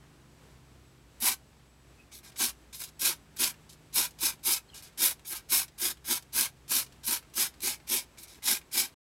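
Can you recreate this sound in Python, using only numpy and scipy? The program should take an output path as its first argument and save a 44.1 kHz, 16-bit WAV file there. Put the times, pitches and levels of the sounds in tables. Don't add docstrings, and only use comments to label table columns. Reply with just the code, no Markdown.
import sys
import numpy as np
from scipy import signal
from scipy.fft import rfft, irfft, next_fast_len
from scipy.io import wavfile
from scipy.ndimage import uniform_filter1d

SR = 44100
rng = np.random.default_rng(int(sys.argv[2]) if len(sys.argv) > 2 else 0)


def file_out(sig):
    cols = np.atleast_2d(sig).T
    lim = np.clip(cols, -1, 1)
    pcm = np.round(lim * 32767).astype(np.int16)
    wavfile.write(sys.argv[1], SR, pcm)


N = 401310


def undb(db):
    return 10 ** (np.asarray(db) / 20)


def level(x, db):
    return x * undb(db) / np.sqrt(np.mean(x ** 2))


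def shape(x, gain):
    size = next_fast_len(N, True)
    freqs = np.fft.rfftfreq(size, 1 / SR) + 1e-3
    return irfft(rfft(x, size) * gain(freqs), size)[:N]


def colour(points):
    hz, db = np.transpose(points)
    return lambda f: undb(np.interp(np.log(f), np.log(hz), db))


def resonances(table):
    return lambda f: sum(undb(db) / np.sqrt(1 + (2 * (f - hz) / width) ** 2) for hz, width, db in table)


def band(lo_hz, hi_hz, order=4):
    return lambda f: 1 / np.sqrt((1 + (lo_hz / f) ** (2 * order)) * (1 + (f / hi_hz) ** (2 * order)))


def wobble(rate_hz):
    hold = max(int(SR / rate_hz), 1)
    steps = np.repeat(rng.standard_normal(N // hold + 1), hold)
    return 1.09 * uniform_filter1d(uniform_filter1d(steps, hold), hold)[:N]


def noise():
    return rng.standard_normal(N)


def curves(rows):
    times, *columns = np.transpose(rows)
    return [np.interp(np.arange(N) / SR, times, column) for column in columns]


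def phase(hz):
    return 2 * np.pi * np.cumsum(hz) / SR


def rustle():
    # t/s, centre f/Hz, level/dB
    slide = [(0, 1500, -69), (.2, 1205, -75), (.45, 700, -73), (.7, 495, -80), (.9, 497, -100)]
    hz, db = curves(slide)
    grainy = noise() * undb(3.0 * wobble(40))
    low_grain = level(shape(grainy, band(1, 350, order=1)), 3)
    return low_grain * np.sin(phase(hz)) * undb(db)


def engine():
    # t/s, cycle f/Hz, 5th multiple's level/dB, 6th multiple's level/dB
    drone = [(0, 25.8, -64, -65.5), (.9, 25.9, -63.5, -71.5), (1.3, 25.94, -69, -71), (2.2, 25.8, -68, -73),
             (2.8, 25.85, -81, -66), (3.9, 25.84, -70, -64), (5, 25.9, -74.5, -70.5),
             (6.6, 25.71, -65.5, -67.5), (7.6, 25.77, -71, -72), (8.9, 25.9, -78.5, -78.5)]
    # multiple of the cycle rate, level/dB against the louder of the 5th and 6th
    weak_tones = [(4, -12.5), (8, -11), (9, -8.5), (11, -9.5), (13, -12.5), (15, -15)]
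    cycle_hz, fifth_db, sixth_db = curves(drone)
    angle = phase(cycle_hz * (1 + .004 * wobble(6)))
    louder_db = np.maximum(fifth_db, sixth_db)
    tones = [(5, fifth_db), (6, sixth_db)] + [(multiple, louder_db + db) for multiple, db in weak_tones]
    out = np.zeros(N)
    for multiple, db in tones:
        strength = np.sqrt(2) * undb(db + 1.5 * wobble(5.6))
        out += strength * np.sin(multiple * angle + rng.uniform(0, 2 * np.pi))
    return out


def shed_background():
    # f/Hz, level/dB
    air_tone = [(13, -31.5), (22, -17.5), (53, -1.5), (128, -5), (187, -9), (383, -9.5), (532, -14),
                (826, -15), (2220, -20), (2410, -20), (6840, -26.5), (7850, -25.5), (8530, -28),
                (13200, -33.5), (15600, -40.5)]
    # t/s, level/dB
    air_levels = [(0.0, -63), (1.79, -63.5), (2.25, -62), (4.02, -63.5), (4.12, -62.5), (6.78, -63.5),
                  (7.53, -61), (8.7, -63)]
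    # t/s, f/Hz, level/dB
    hum_path = [(0, 60, -62), (.6, 60.85, -63), (7.7, 61.24, -66.5), (8.9, 60.5, -70)]
    # f/Hz, width/Hz, level/dB
    whine_peak = (7880, 22, -82)
    air_db, = curves(air_levels)
    air = shape(noise() * undb(wobble(9)), colour(air_tone))
    air *= undb(air_db) / np.std(shape(air, band(170, 3500)))
    hum_hz, hum_db = curves(hum_path)
    hum = np.sqrt(2) * np.sin(phase(hum_hz + 2.5 * wobble(12)))
    hum *= undb(hum_db + 2.3 * wobble(14))
    whine_hz, width_hz, whine_db = whine_peak
    peak = resonances([(whine_hz, width_hz, 0)])
    whine = level(shape(noise(), lambda f: peak(f) ** 2), whine_db)
    hiss = level(shape(noise(), band(11000, 20000)), -86)
    return air + hum + whine + hiss


def valve(presses, shut_db=-100, open_s=0.0086, close_s=.003):
    rows = []
    for press in presses:
        first, last = press[0], press[-1]
        rows += [(first[0] - open_s, shut_db, *first[2:]), *press]
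        rows.append((last[0] + close_s, shut_db, *last[2:]))
    rows = np.array(rows)
    rows[:, 0] = np.maximum.accumulate(rows[:, 0])
    return curves(rows)


def spray():
    # t/s, jet level/dB, then, against the
    # jet, # bright edge level/dB, paint rush level/dB, can hum level/dB
    presses = [
        [(1.203, -46, -0.5, -19, -45), (1.231, -30.5, -1.5, -14.5, -10), (1.277, -24.5, -1.5, -9.5, -33),
         (1.309, -32.5, -2, -9.5, -17), (1.341, -40, -3, -10, -32), (1.375, -87, -5, -16, -12)],
        [(2.118, -56.5, -18, 0, -18), (2.138, -49.5, -7, -17, -13), (2.182, -53.5, -1, -21, -21),
         (2.192, -54, -4, -14, -13), (2.211, -71, -4, -3, 4)],
        [(2.233, -63, -6, -1, -14), (2.243, -54, -4, -7, -18), (2.265, -51, -8, -7, -18),
         (2.277, -54.5, -11, -9, -28), (2.305, -61, -9, -3, -8)],
        [(2.36, -55, -13, 2, -25), (2.382, -41, -1.5, -22, -43), (2.406, -28.5, -3.5, -11, -12.5),
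         (2.442, -26.5, -3, -14, -22.5), (2.5, -41.5, -6, -8, -25), (2.534, -76, 2, -1, -13)],
        [(2.729, -50, -14, -8.5, -17), (2.755, -43.5, -1.5, -17, -31), (2.781, -49.5, -2.5, -23, -20),
         (2.821, -41.5, -1.5, -4.5, -22), (2.831, -49, -5, -20, -31), (2.9, -57.5, -7, -6, -9)],
        [(2.994, -47.5, 0, -20, -46), (3.026, -30, -3.5, -15, -11.5), (3.066, -25, -4, -13, -32),
         (3.094, -30, -3.5, -12.5, -15.5), (3.134, -40.5, -3.5, -7, -26), (3.177, -74, -4, -12, -9)],
        [(3.365, -48, 0, -3, -41.5), (3.377, -51, -7, -26, -38), (3.397, -32.5, -2, -13, -12),
         (3.437, -26.5, -4.5, -11, -23), (3.505, -42, -4, -8.5, -23), (3.538, -75, 5, 7, -12)],
        [(3.694, -53, -16, -19, -31), (3.722, -58, -6, -27, -16), (3.738, -56, -9, -24, -17),
         (3.755, -72, -4, -5, 0)],
        [(3.926, -63, -15, -5, -22), (3.942, -39.5, -1, -23, -50), (3.966, -30, -2.5, -14, -15),
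         (3.998, -28, -2.5, -12, -11), (4.058, -35.5, -4, -9.5, -41), (4.107, -71, -1, -6, -10)],
        [(4.186, -59, -9, -5, -21), (4.206, -41, -2, -19, -30), (4.228, -31, -2.5, -15, -14.5),
         (4.258, -27.5, -3.5, -15.5, -17.5), (4.306, -38, -4.5, -8.5, -28), (4.36, -67.5, -5, -2, -2)],
        [(4.432, -54.5, -2, -8.5, -19), (4.45, -37.5, -2.5, -19, -33), (4.48, -26, -2.5, -11.5, -16),
         (4.528, -25, -2.5, -17, -28), (4.58, -40, -4, -9.5, -35), (4.618, -81, 5, 4, -17)],
        [(4.743, -49, -10, -14, -33), (4.755, -47.5, -8, -9, -36), (4.795, -52, -9, -14, -18),
         (4.803, -57, -12, -7, -12), (4.817, -63, -7, 2, -14)],
        [(4.824, -53, -5, -7, -25), (4.828, -51.5, -2, -12, -32), (4.874, -56.5, -12, -6, -26),
         (4.888, -63, -6, -5, -9), (4.9, -64, -8, 5, -6)],
        [(4.976, -45, -4, -11, -26), (4.988, -39.5, -2, -16, -20), (5.02, -25, -2, -13, -18),
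         (5.056, -24.5, -1.5, -15.5, -26), (5.124, -41, -2, -8.5, -27), (5.16, -81, -5, -21, -18)],
        [(5.25, -51, -13, -7, -22), (5.278, -40, 3, -27, -38), (5.326, -36.5, -1.5, -10, -16),
         (5.348, -44, -1, -5, -26), (5.37, -39, -3, -13.5, -33), (5.414, -65, -5, 1, -13)],
        [(5.49, -51, -4, -5, -27), (5.5, -40, -1.5, -23, -31), (5.526, -27, -1.5, -12, -17.5),
         (5.568, -24, -1.5, -16, -29), (5.636, -40, -2.5, -8.5, -29), (5.671, -74, 1, -6, -6)],
        [(5.78, -52, -6, -7, -21), (5.794, -40.5, 0, -19, -41), (5.822, -30.5, -2.5, -13.5, -16),
         (5.856, -28.5, -2.5, -14.5, -18.5), (5.914, -39.5, -3.5, -8, -20), (5.95, -80, -5, -4, 2)],
        [(6.045, -52, -4, -6, -14), (6.065, -41, -1, -18, -36), (6.089, -33, -2, -10, -18),
         (6.119, -26.5, -2, -15, -16), (6.181, -42, -4, -7, -33), (6.216, -80, -8, 1, -14)],
        [(6.325, -52, -14, -11, -38), (6.333, -41.5, -2.5, -16, -28), (6.371, -28, -1.5, -12.5, -19),
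         (6.409, -25, -2, -15, -23), (6.463, -38, -4, -5.5, -26), (6.507, -67, -4, -4, -5)],
        [(6.68, -53, -7, -9, -21), (6.692, -44, -3, -22, -32), (6.718, -29.5, -2.5, -11, -16.5),
         (6.762, -25, -1.5, -16.5, -20.5), (6.822, -36.5, -3, -8.5, -31), (6.865, -67, -7, -17, -22)],
        [(7.034, -53, -13, -5, -29), (7.058, -40.5, -0.5, -25, -29), (7.084, -30, -2, -14, -21.5),
         (7.124, -30, -1.5, -10, -12.5), (7.174, -38, -3.5, -9, -39), (7.216, -72, -2, -5, -5)],
        [(7.338, -53, -10, -6, -31), (7.354, -41, -1, -22, -37), (7.38, -31.5, -4, -11.5, -11),
         (7.412, -26, -1.5, -14, -25), (7.468, -38, -3.5, -8.5, -27), (7.511, -68, -4, -7, -10)],
        [(7.602, -64, -7, -4, -15), (7.624, -40, -2.5, -22, -35), (7.636, -34, -2, -13.5, -16),
         (7.674, -27, -2.5, -12, -20.5), (7.738, -41, -4, -8.5, -30), (7.786, -72, -6, -4, -9)],
        [(7.871, -57, -5, -8, -35), (7.895, -36, -2, -19, -21), (7.915, -31, -2.5, -13, -15),
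         (7.949, -25.5, -1, -15, -16), (7.999, -39.5, -5.5, -9, -29), (8.046, -62, -6, -2, -4)],
        [(8.174, -61, -8, 2, -13), (8.186, -49.5, -8, -15, -23), (8.21, -53.5, -1.5, -10, -12),
         (8.238, -48.5, -2, -22, -23), (8.265, -61, -14, 2, -17)],
        [(8.273, -59, -8, -9, -23), (8.293, -55, -6, -12, -17), (8.327, -54, -8, -10, -30),
         (8.338, -55, -7, -5, -26)],
        [(8.345, -57.5, -9, -3.5, -17), (8.363, -62, -8, -7, -6), (8.39, -68.5, -6, 2.5, 3)],
        [(8.424, -54.5, -6, 2, -25), (8.44, -40, -3, -15, -26), (8.48, -26, -3.5, -11, -26),
         (8.526, -27, -2.5, -13.5, -18), (8.574, -41, -4, -8.5, -30), (8.608, -71.5, 0, -14, -14)],
        [(8.713, -59, -10, -4, -19), (8.735, -37, -1.5, -18, -35), (8.759, -30.5, -3.5, -9, -19.5),
         (8.791, -24.5, -2.5, -15.5, -21), (8.855, -40.5, -4.5, -9, -22), (8.91, -70.5, -4, 0, -13)],
    ]
    # f/Hz, level/dB
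    jet_tone = [(260, -43), (450, -16.5), (950, -7.5), (1220, -12), (1630, -10), (1780, -15), (2290, -5),
                (2740, -10), (3760, -1), (4490, -3.5), (5140, -1), (7030, -2), (10700, 1), (14600, -2.5),
                (16000, -7.5)]
    # f/Hz, width/Hz, level/dB
    shell_peaks = [(960, 83, -12.5), (1345, 31, -6), (1606, 49, -1.5), (2390, 200, -4.5), (2960, 43, -7),
                   (3830, 75, -10), (4270, 250, -6.5), (5180, 130, -2.5), (5594, 40, -4.5),
                   (6440, 72, -2.5), (7950, 60, -3), (8800, 140, -4), (9580, 80, -5), (10030, 70, -3.5),
                   (10350, 82, 0.5), (10800, 89, -2), (11370, 130, -1), (11860, 110, -1.5),
                   (12260, 160, -0.5), (12800, 180, -5), (14700, 320, -4)]
    # f/Hz, width/Hz, level/dB (before the gain is squared)
    gas_peaks = [(240, 45, 0), (335, 60, -3), (480, 160, -16)]
    jet_db, edge_db, rush_db, hum_db = valve(presses)
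    sputter = noise() * undb(1.13 * wobble(70) + 1.9 * wobble(400))
    jet = shape(sputter, lambda f: colour(jet_tone)(f) * (1 + 1.4 * resonances(shell_peaks)(f)))
    core = level(shape(jet, band(2590, 8030, order=6)), 0) * undb(0.4 * wobble(40))
    edge = level(shape(jet, band(9800, SR, order=6)), 0) * undb(0.89 * wobble(40))
    rush = level(shape(jet, band(450, 2440, order=6)), 0) * undb(0.94 * wobble(40))
    hum = level(shape(noise(), lambda f: resonances(gas_peaks)(f) ** 2), 0)
    edge_share = np.clip(undb(edge_db) ** 2, .02, .85)
    hiss = np.sqrt(1 - edge_share) * core + np.sqrt(edge_share) * edge
    return undb(jet_db) * (hiss + undb(rush_db) * rush + undb(hum_db) * hum)


def ticks():
    # t/s, level/dB before filtering, centre f/Hz, time to fade by 60 dB/s
    snaps = [(1.203, -29, 8900, 0.039), (2.1186, -43, 6340, 0.05), (2.3187, -40, 2960, 0.069),
             (2.3605, -32.5, 2270, 0.039), (2.5294, -42, 1963, 0.039), (2.7297, -38, 7030, 0.05),
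             (2.8022, -26, 8780, 0.054), (2.829, -26.5, 7300, 0.02), (2.8363, -22, 7060, 0.08),
             (2.8794, -53, 8800, 0.05), (2.9959, -25, 5840, 0.03), (3.3675, -28, 5970, 0.05),
             (3.5394, -37, 2050, 0.046), (3.927, -37, 6250, 0.042), (4.1071, -39, 5630, 0.044),
             (4.1879, -32, 4550, 0.05), (4.3915, -46, 2390, 0.046), (4.436, -37, 7400, 0.025),
             (4.7446, -44, 6170, 0.05), (4.8744, -46, 2260, 0.05), (4.9267, -48.5, 2910, 0.058),
             (4.984, -32, 4230, 0.033), (5.1931, -38, 2520, 0.033), (5.2515, -36, 5200, 0.05),
             (5.495, -33, 5360, 0.037), (5.68, -38, 3670, 0.05), (5.97, -38, 2160, 0.042),
             (6.2233, -37, 4850, 0.05), (6.2497, -45.5, 2450, 0.033), (6.328, -40, 5240, 0.044),
             (6.5685, -48, 2350, 0.037), (6.6804, -35, 5200, 0.045), (6.6944, -25.5, 5130, 0.05),
             (6.8623, -35, 3800, 0.056), (6.8794, -50, 1630, 0.05), (6.9218, -40, 2860, 0.066),
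             (6.9594, -43.5, 1560, 0.026), (7.0344, -38, 8510, 0.041), (7.225, -41, 2250, 0.067),
             (7.2488, -41.5, 1610, 0.028), (7.299, -42, 2910, 0.037), (7.339, -35, 6080, 0.05),
             (7.5393, -37, 2890, 0.038), (7.6041, -27, 5760, 0.029), (7.7997, -36.5, 1576, 0.05),
             (7.875, -30, 6380, 0.025), (8.1344, -56, 2235, 0.05), (8.1743, -39, 2220, 0.038),
             (8.2327, -32, 8410, 0.05), (8.613, -34, 1600, 0.042), (8.7146, -35.5, 6440, 0.032),
             (8.8894, -41, 1610, 0.055)]
    out, t = np.zeros(N), np.arange(4096) / SR
    bursts = rng.standard_normal((len(snaps), len(t)))
    for (start_s, db, hz, fade_s), burst in zip(snaps, bursts):
        wide_band = signal.butter(1, [hz / 2.0, min(hz * 1.85, 18000)], "band", fs=SR, output="sos")
        rise_and_fade = np.minimum(t / 0.0014, 1) * undb(-60 * t / fade_s)
        early_peak = np.abs(burst[:64]).max()
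        snap = signal.sosfilt(wide_band, burst / early_peak) * rise_and_fade
        start = int(start_s * SR)
        out[start:start + len(t)] += undb(db) * snap[:N - start]
    shell_band = signal.butter(1, [2150, 2600], "band", fs=SR, output="sos")
    return out + 0.33 * signal.sosfilt(shell_band, out)


def close_echoes(x):
    # delay/s, sway/s, level/dB
    bounces = [(.0007, .0002, -13), (.0022, .0004, -11), (.0055, .0006, -11)]
    samples = np.arange(N)
    out = x.copy()
    for delay_s, sway_s, db in bounces:
        lag = SR * np.abs(delay_s + sway_s * wobble(3))
        out += undb(db) * np.interp(samples - lag, samples, x)
    return out


def plank_walls(x, fade_s=0.11, echo_db=-10):
    t = np.arange(int(.3 * SR)) / SR
    tail = rng.standard_normal(len(t)) * undb(-60 * t / fade_s) * (t > .001)
    tail /= np.sqrt(np.sum(tail ** 2))
    echoes = signal.fftconvolve(x, tail)[:N]
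    return x + undb(echo_db) * shape(echoes, band(150, 8300, order=1))


def bird():
    # t/s, f/Hz, level/dB
    whistles = [
        [(1.98, 2550, -72), (2.0, 2560, -63), (2.03, 2550, -63), (2.045, 2500, -74)],
        [(4.685, 4300, -74), (4.695, 4200, -52), (4.715, 4000, -75)],
        [(4.695, 3400, -61), (4.702, 3200, -50), (4.71, 3200, -70), (4.722, 3000, -61), (4.74, 2830, -52)],
    ]
    out, t = np.zeros(N), np.arange(N) / SR
    breath = .7 + .8 * wobble(600)
    for whistle in whistles:
        hz, db = curves(whistle)
        singing = (t >= whistle[0][0]) & (t <= whistle[-1][0])
        out[singing] += np.sin(phase(hz[singing])) * undb(db[singing])
    return out * breath


def scene():
    can = close_echoes(spray() + ticks())
    in_shed = plank_walls(can + bird() + rustle())
    return (in_shed + engine() + shed_background())[None]


def record(dry):
    stop_s, fade_s, top_hz = 8.945, 0.0064, 15800
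    running = np.clip((stop_s - np.arange(N) / SR) / fade_s, 0, 1)
    treble_cut = signal.ellip(10, .2, 80, top_hz, fs=SR, output="sos")
    return signal.sosfilt(treble_cut, dry * running)


dry = scene()
out = record(dry)
file_out(out)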